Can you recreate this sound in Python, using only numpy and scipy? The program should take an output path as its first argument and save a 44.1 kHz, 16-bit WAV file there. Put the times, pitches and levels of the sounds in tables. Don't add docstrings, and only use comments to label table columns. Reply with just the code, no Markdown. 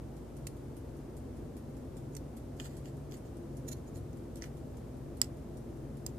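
import sys
import numpy as np
from scipy import signal
from scipy.fft import rfft, irfft
from scipy.io import wavfile
from scipy.ndimage import uniform_filter1d

SR = 44100
rng = np.random.default_rng(int(sys.argv[2]) if len(sys.argv) > 2 else 0)


def master(y):
    cut = np.clip(np.atleast_2d(y).T, -1, 1)
    pcm = np.round(cut * 32767)
    wavfile.write(sys.argv[1], SR, pcm.astype(np.int16))


N = 272538
T = np.arange(N) / SR

# start_s, level_db, pitch_ratio, ring_time_ratio, slip_s, hollow_db, zing_db, low_tones_db, hiss_db
# hollow_db, zing_db and hiss_db are relative to level_db; low_tones_db softens the steel's lower tones.
SNAPS = [(5.2157, 5.8, 1.0, 1, .0016, -18.5, -20, 0, -24),
         (6.0638, -9.5, .967, 1.55, .003, -21, -8, -5.5, -18)]
# pitch_hz, level_db, ring_s (time to fade by 60 dB)
HAND_TONES = [(1250, -9, .007), (1540, -7, .007), (1990, 0, .009), (2330, -5, .006)]
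# pitch_hz, level_db
FINE_CRACK = [(1000, -9), (2500, -8), (3800, -5.5), (5800, 0), (8000, 1.5), (11000, .5), (14500, -4.5),
              (16000, -30)]


def snaps():
    # pitch_hz, level_db, ring_s
    steel_tones = [(3400, -24, .003), (4760, -16, .012), (5185, -2, .013), (5950, -15, .008),
                   (6750, -2.5, .007), (7790, -0.5, .0125), (8400, -17, .005), (10920, -9, .010),
                   (12100, -21, .005), (13600, -13, .008)]
    zing_tones = [(14380, 0, .018)]
    # pitch_hz, level_db
    hard_crack = [(500, -27), (1200, -10), (2500, -1), (4000, 0), (7000, 6), (9000, 0), (14500, -5)]
    # delay_s, level_db
    echoes = [(.0105, -26), (.028, -29)]
    out, low_below_hz = np.zeros(N), 5500
    for start_s, db, pitch, sustain, slip_s, hollow_db, zing_db, low_db, _ in SNAPS:
        tones = [(hz, level + low_db * (hz < low_below_hz), ring_s) for hz, level, ring_s in steel_tones]
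        clap = blow(ring(tones, pitch, sustain), slip_s, chatter=.2, crack_db=-14, tone=hard_crack)
        add(out, start_s, undb(db + zing_db) * ring(zing_tones))
        add(out, start_s, undb(db) * clap)
        add(out, start_s, undb(db + hollow_db) * unit(ring(HAND_TONES) + .5 * thud()))
        for delay_s, echo_db in echoes:
            add(out, start_s + delay_s, undb(db + echo_db) * clap)
    return out


def tips():
    # pitch_hz, level_db, ring_s
    brass_tones = [(4200, -16, .018), (5400, -20, .005), (6870, 0, .009), (7700, -12, .004),
                   (8600, -16, .004), (10400, -6, .005), (11150, -8, .004), (13400, -14, .004),
                   (14300, -17, .004)]
    # start_s, rattle_db, contact_s, low_hz, low_db, high_hz, high_db, thud_db
    taps = [(0.469, -15.5, .0052, 4400, -33, 7800, -22, -31),
            (0.4712, -21, .0038, 5500, -30, 10900, -29, -37),
            (2.151, -25, .0017, 6100, -27.5, 8600, -27, -43),
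            (2.166, -24, .0025, 5900, -25.5, 7250, -23.5, -40),
            (2.1681, -28, .003, 4300, -33, 13200, -27, -45),
            (3.7295, -26, .003, 4200, -25, 10400, -26, -38), (3.958, -35, .001, 4350, -38, 7000, -36, -45),
            (4.131, -39, .001, 6100, -43, 7100, -41, -50), (4.357, -28, .0044, 4450, -38, 7900, -34, -45)]
    # middle_s, length_s, level_db
    scratches = [(2.144, .041, -66), (3.672, .01, -61), (3.686, .013, -41), (3.704, .022, -57.5),
                 (3.723, .018, -43.5), (3.883, .025, -61.5), (3.957, .026, -59.5)]
    out = np.zeros(N)
    touched = ring(brass_tones, pitch=1.15, sustain=.25, flip=True)
    for start_s, db, contact_s, low_hz, low_db, high_hz, high_db, thud_db in taps:
        rattle = blow(touched, contact_s, chatter=1.4, crack_db=3, tone=FINE_CRACK)
        add(out, start_s, undb(db) * rattle)
        add(out, start_s, undb(thud_db) * thud())
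        for hz, ping_db in (low_hz, low_db), (high_hz, high_db):
            add(out, start_s + contact_s / 4, undb(ping_db) * ring([(hz, 0, .017)]))
    brass = ring(brass_tones, flip=True)
    for middle_s, length_s, db in scratches:
        scratch = slide(brass, length_s, grain_db=4, crack_db=-1.5, tone=FINE_CRACK)
        add(out, middle_s - length_s * 3 / 4, undb(db) * scratch)
    return out


def grip():
    # pitch_hz, level_db, ring_s
    tool_tones = [(4350, -17, .006), (5600, 0, .005), (6250, -1, .005), (8000, -22, .003)]
    # start_s, level_db, pitch_ratio, hollow_db, hollow_pitch_ratio, crack_db, thud_db
    knocks = [(2.5995, -23.5, 1.18, 0, 1.6, -6, -21), (2.6052, -27, 1.1, -10, 1.1, 0, -34),
              (2.6580, -28, 1.25, -5, 1.95, -2, -35), (2.8568, -33, 1.1, -3, 1.4, -2, -40),
              (3.1130, -34, 1.1, -12, 1, 2, -47), (3.1212, -28, 1.1, -12, 1.2, 3, -38),
              (3.1403, -33, 1.1, -12, 1, 2, -47), (3.1446, -32, 1.1, -12, 1, 2, -47),
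              (4.4218, -17.5, 1, -7.5, 1, -22, -30), (4.4398, -23, 1, 8, .97, -12, -30),
              (4.4432, -29, 1.04, -8, 1.05, -8, -38)]
    # middle_s, length_s, level_db, hollow_db
    rubs = [(2.612, 0.036, -53, -14), (2.657, 0.04, -50, -12), (2.719, 0.12, -63.5, -1),
            (2.871, 0.05, -59, -9), (3.137, 0.05, -57, -20), (3.267, 0.031, -65, -1),
            (4.43, 0.029, -54.5, 9), (4.449, 0.056, -57, 10)]
    # pitch_hz, level_db
    rasp = [(500, -10), (1300, 1), (2200, -4), (3300, -2), (4300, 0), (5500, .5), (7400, 2), (9300, -1.5),
            (14500, -3.5)]
    out = np.zeros(N)
    for start_s, db, pitch, hollow_db, hollow_pitch, crack_db, thud_db in knocks:
        hollow = ring(HAND_TONES, hollow_pitch, sustain=1 / hollow_pitch, flip=True)
        body = ring(tool_tones, pitch, flip=True) + undb(hollow_db) * hollow
        knock = blow(body, contact_s=.001, chatter=.25, crack_db=crack_db, tone=rasp)
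        add(out, start_s, undb(db) * knock)
        add(out, start_s, undb(thud_db) * thud())
    muted = ring(tool_tones, pitch=1.25, sustain=.21, flip=True)
    hollow = ring(HAND_TONES, flip=True)
    for middle_s, length_s, db, hollow_db in rubs:
        rub = slide(muted + undb(hollow_db) * hollow, length_s, grain_db=6, crack_db=7, tone=rasp)
        add(out, middle_s - length_s * 3 / 4, undb(db) * rub)
    return out


def thud(size=2048):
    # pitch_hz, level_db
    dull_tone = [(400, -14), (900, -4), (1400, 0), (2600, -1), (4000, -5), (5500, -20), (14500, -40)]
    return unit(colour(rng.standard_normal(size), dull_tone) * fade(T[:size], ring_s=.009))


def watch():
    # pitch_hz, level_db, ring_s
    case_tones = [(5800, -11, .004), (6600, -7, .004), (7350, 0, .007), (8650, -3, .005), (10200, -4, .004),
                  (11550, -2, .005), (13400, -8, .003)]
    # time_s, level_db
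    tick_levels = [(0, -32.5), (1.5, -34), (2.6, -32), (4.4, -33), (5.3, -36), (6.18, -36.5)]
    first_beat_s, beat_s, weak_db, scatter_db = .1667, .20011, -6, 1.2
    out, case = np.zeros(N), ring(case_tones, flip=True)
    for beat, start_s in enumerate(np.arange(first_beat_s, N / SR, beat_s)):
        db = np.interp(start_s, *np.transpose(tick_levels)) + weak_db * (beat % 2 == 0)
        db += scatter_db * rng.standard_normal()
        tick = blow(case, contact_s=.004, chatter=2.5, crack_db=3, tone=FINE_CRACK)
        add(out, start_s, undb(db) * tick)
    return out


def ring(tones, pitch=1, sustain=1, flip=False, size=2048):
    t, sound = T[:size], 0
    for k, (hz, db, ring_s) in enumerate(tones):
        envelope = (1 - np.exp(-t * hz)) * fade(t, ring_s * sustain)
        sign = (-1) ** (k * flip)
        sound = sound + sign * undb(db) * envelope * np.sin(2 * np.pi * hz * pitch * t)
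    return unit(sound)


def blow(body, contact_s, chatter, crack_db, tone, size=1024):
    rattle, crack = rng.standard_normal((2, size)) * np.exp(-(T[:size] / contact_s) ** 2)
    push = chatter * unit(rattle)
    push[0] += 1
    sound = unit(signal.fftconvolve(push, body))
    sound[:size] += undb(crack_db) * unit(colour(crack, tone))
    return unit(sound)


def slide(body, length_s, grain_db, crack_db, tone):
    noise, unevenness = rng.standard_normal((2, SR // 2))
    size = min(int(1.5 * length_s * SR), SR // 2)
    catches = (noise * undb(grain_db * unevenness))[:size] * np.sqrt(np.hanning(size))
    sound = unit(signal.fftconvolve(catches, body))
    sound[:size] += undb(crack_db) * unit(colour(catches, tone))
    return unit(sound) * np.sqrt(size / 2)


def place(x, shadow, lag_s, walls_db, bench_db, walls_s, bench_s=.06, bent_share=.91):
    # pitch_hz, level_db
    room_tone = [(800, 0.5), (1400, 3), (2000, 2), (3000, 1.5), (5200, -2), (8000, -4), (10000, 0),
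                 (14500, -3)]
    t = T[:SR // 2]
    bench, walls = rng.standard_normal((2, 2, len(t)))
    bench = unit(bench * (t > .002) * fade(t, bench_s))
    walls = unit(walls * (t > .007) * fade(t, walls_s))
    fingers = unit(rng.standard_normal(len(t)) * fade(t, ring_s=.012))
    left = np.interp(T - lag_s, T, colour(x, shadow))
    left = np.sqrt(1 - bent_share) * left + np.sqrt(bent_share) * signal.fftconvolve(left, fingers)[:N]
    echo = colour(undb(bench_db) * bench + undb(walls_db) * walls, room_tone)
    return np.array([left, x]) + signal.fftconvolve(x[None], echo, axes=1)[:, :N]


def bench_scatter():
    # pitch_hz, level_db
    hiss_tone = [(600, -12), (1300, 0), (3500, 1), (6500, 1), (9000, -1), (14500, -5)]
    out, t = np.zeros((2, N)), T[:SR // 4]
    for start_s, db, *_, hiss_db in SNAPS:
        for side in out:
            hiss = colour(rng.standard_normal(len(t)), hiss_tone) * fade(t, ring_s=.15)
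            add(side, start_s, undb(db + hiss_db) * unit(hiss))
    return out


def workroom():
    # pitch_hz, level_db_per_hz
    air = [(15, -81), (28, -104), (45, -75), (190, -78), (270, -72.5), (420, -76.5), (600, -81),
           (1000, -92.5), (1500, -99), (2500, -106), (4000, -109), (7000, -109), (10000, -111),
           (15000, -113)]
    # pitch_hz, width_hz, lift_db
    booms = [(73.6, 15, 11), (98.4, 8, 10.5), (120, 21.9, 7), (141.15, 8.2, 16), (162.4, 21.8, 6),
             (221, 12.8, 7.5), (252.8, 23.6, 5.5), (340, 16.5, 6)]
    # pitch_hz, side_minus_mid_db
    stereo_spread = [(30, -35), (60, -48), (110, -10.5), (200, -16), (380, -9.5), (700, -0.5), (1290, -4.5),
                     (15000, 0.5)]
    # pitch_hz, level_db
    hum_tones = [(56, -53.7), (120.05, -55.7), (144.5, -64), (240, -65)]
    # time_s, pitch_hz
    whine_path = [(0, 8930), (2.2, 8770), (4.7, 8720), (6.18, 9070)]
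    hz = np.fft.rfftfreq(N, 1 / SR)
    boom_db = sum(lift * np.exp(-2 * ((hz - f) / width) ** 2) for f, width, lift in booms)
    spread = undb(on_log(stereo_spread, hz))
    gain = undb(on_log(air, hz) + boom_db) * np.sqrt(SR / 2 / (1 + spread ** 2))
    mid = irfft(rfft(rng.standard_normal(N)) * gain, N)
    side = irfft(rfft(rng.standard_normal(N)) * gain * spread, N)
    hum = np.sqrt(2) * sum(undb(db) * np.sin(2 * np.pi * (f * T + rng.random())) for f, db in hum_tones)
    waver_hz = 250 * uniform_filter1d(rng.standard_normal(N), size=100)
    whine_hz = np.interp(T, *np.transpose(whine_path)) + waver_hz
    whine = undb(-82.5) * np.sin(2 * np.pi * np.cumsum(whine_hz) / SR)
    lean_left_db = .6
    return np.array([undb(lean_left_db) * (mid + side), undb(-lean_left_db) * (mid - side)]) + hum + whine


def undb(db):
    return 10 ** (np.asarray(db) / 20)


def fade(t, ring_s):
    return np.exp(-np.log(1000) * t / ring_s)


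def on_log(points, hz):
    pitches, values = np.transpose(points)
    return np.interp(np.log(hz + 1), np.log(pitches), values)


def colour(x, points):
    size = 2 * x.shape[-1]
    gain = undb(on_log(points, np.fft.rfftfreq(size, 1 / SR)))
    return irfft(rfft(x, size) * gain)[..., :size // 2]


def unit(x):
    return x / np.sqrt(np.sum(x ** 2, axis=-1, keepdims=True))


def add(out, start_s, x):
    i = max(int(start_s * SR), 0)
    out[i:i + len(x)] += x[:max(N - i, 0)]


def scene():
    # pitch_hz, left_level_db
    shadow = [(1000, -1), (2500, -1), (3800, -1.5), (5400, -5), (7400, -12), (10000, -8), (14500, -8)]
    snap_shadow = [(1000, -1), (2500, -1), (3800, 0), (5200, -6.5), (6300, -10), (7600, -19), (10000, -11),
                   (14500, -11)]
    snap_lag_s, lag_s = .00023, .00043
    snapping = place(snaps(), snap_shadow, snap_lag_s, walls_db=-27, bench_db=-22, walls_s=.14,
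                     bent_share=.1) + bench_scatter()
    touches = place(tips(), shadow, lag_s, walls_db=-18, bench_db=-11, walls_s=.22)
    handling = place(grip(), shadow, lag_s, walls_db=-16, bench_db=-12, walls_s=.18)
    ticking = place(watch(), shadow, lag_s, walls_db=-8.5, bench_db=1.5, walls_s=.36, bench_s=.12)
    return snapping + touches + handling + ticking + workroom()


def record(dry):
    top_hz = 14650
    return signal.sosfilt(signal.ellip(10, .2, 70, top_hz, fs=SR, output="sos"), dry)


dry = scene()
out = record(dry)
master(out)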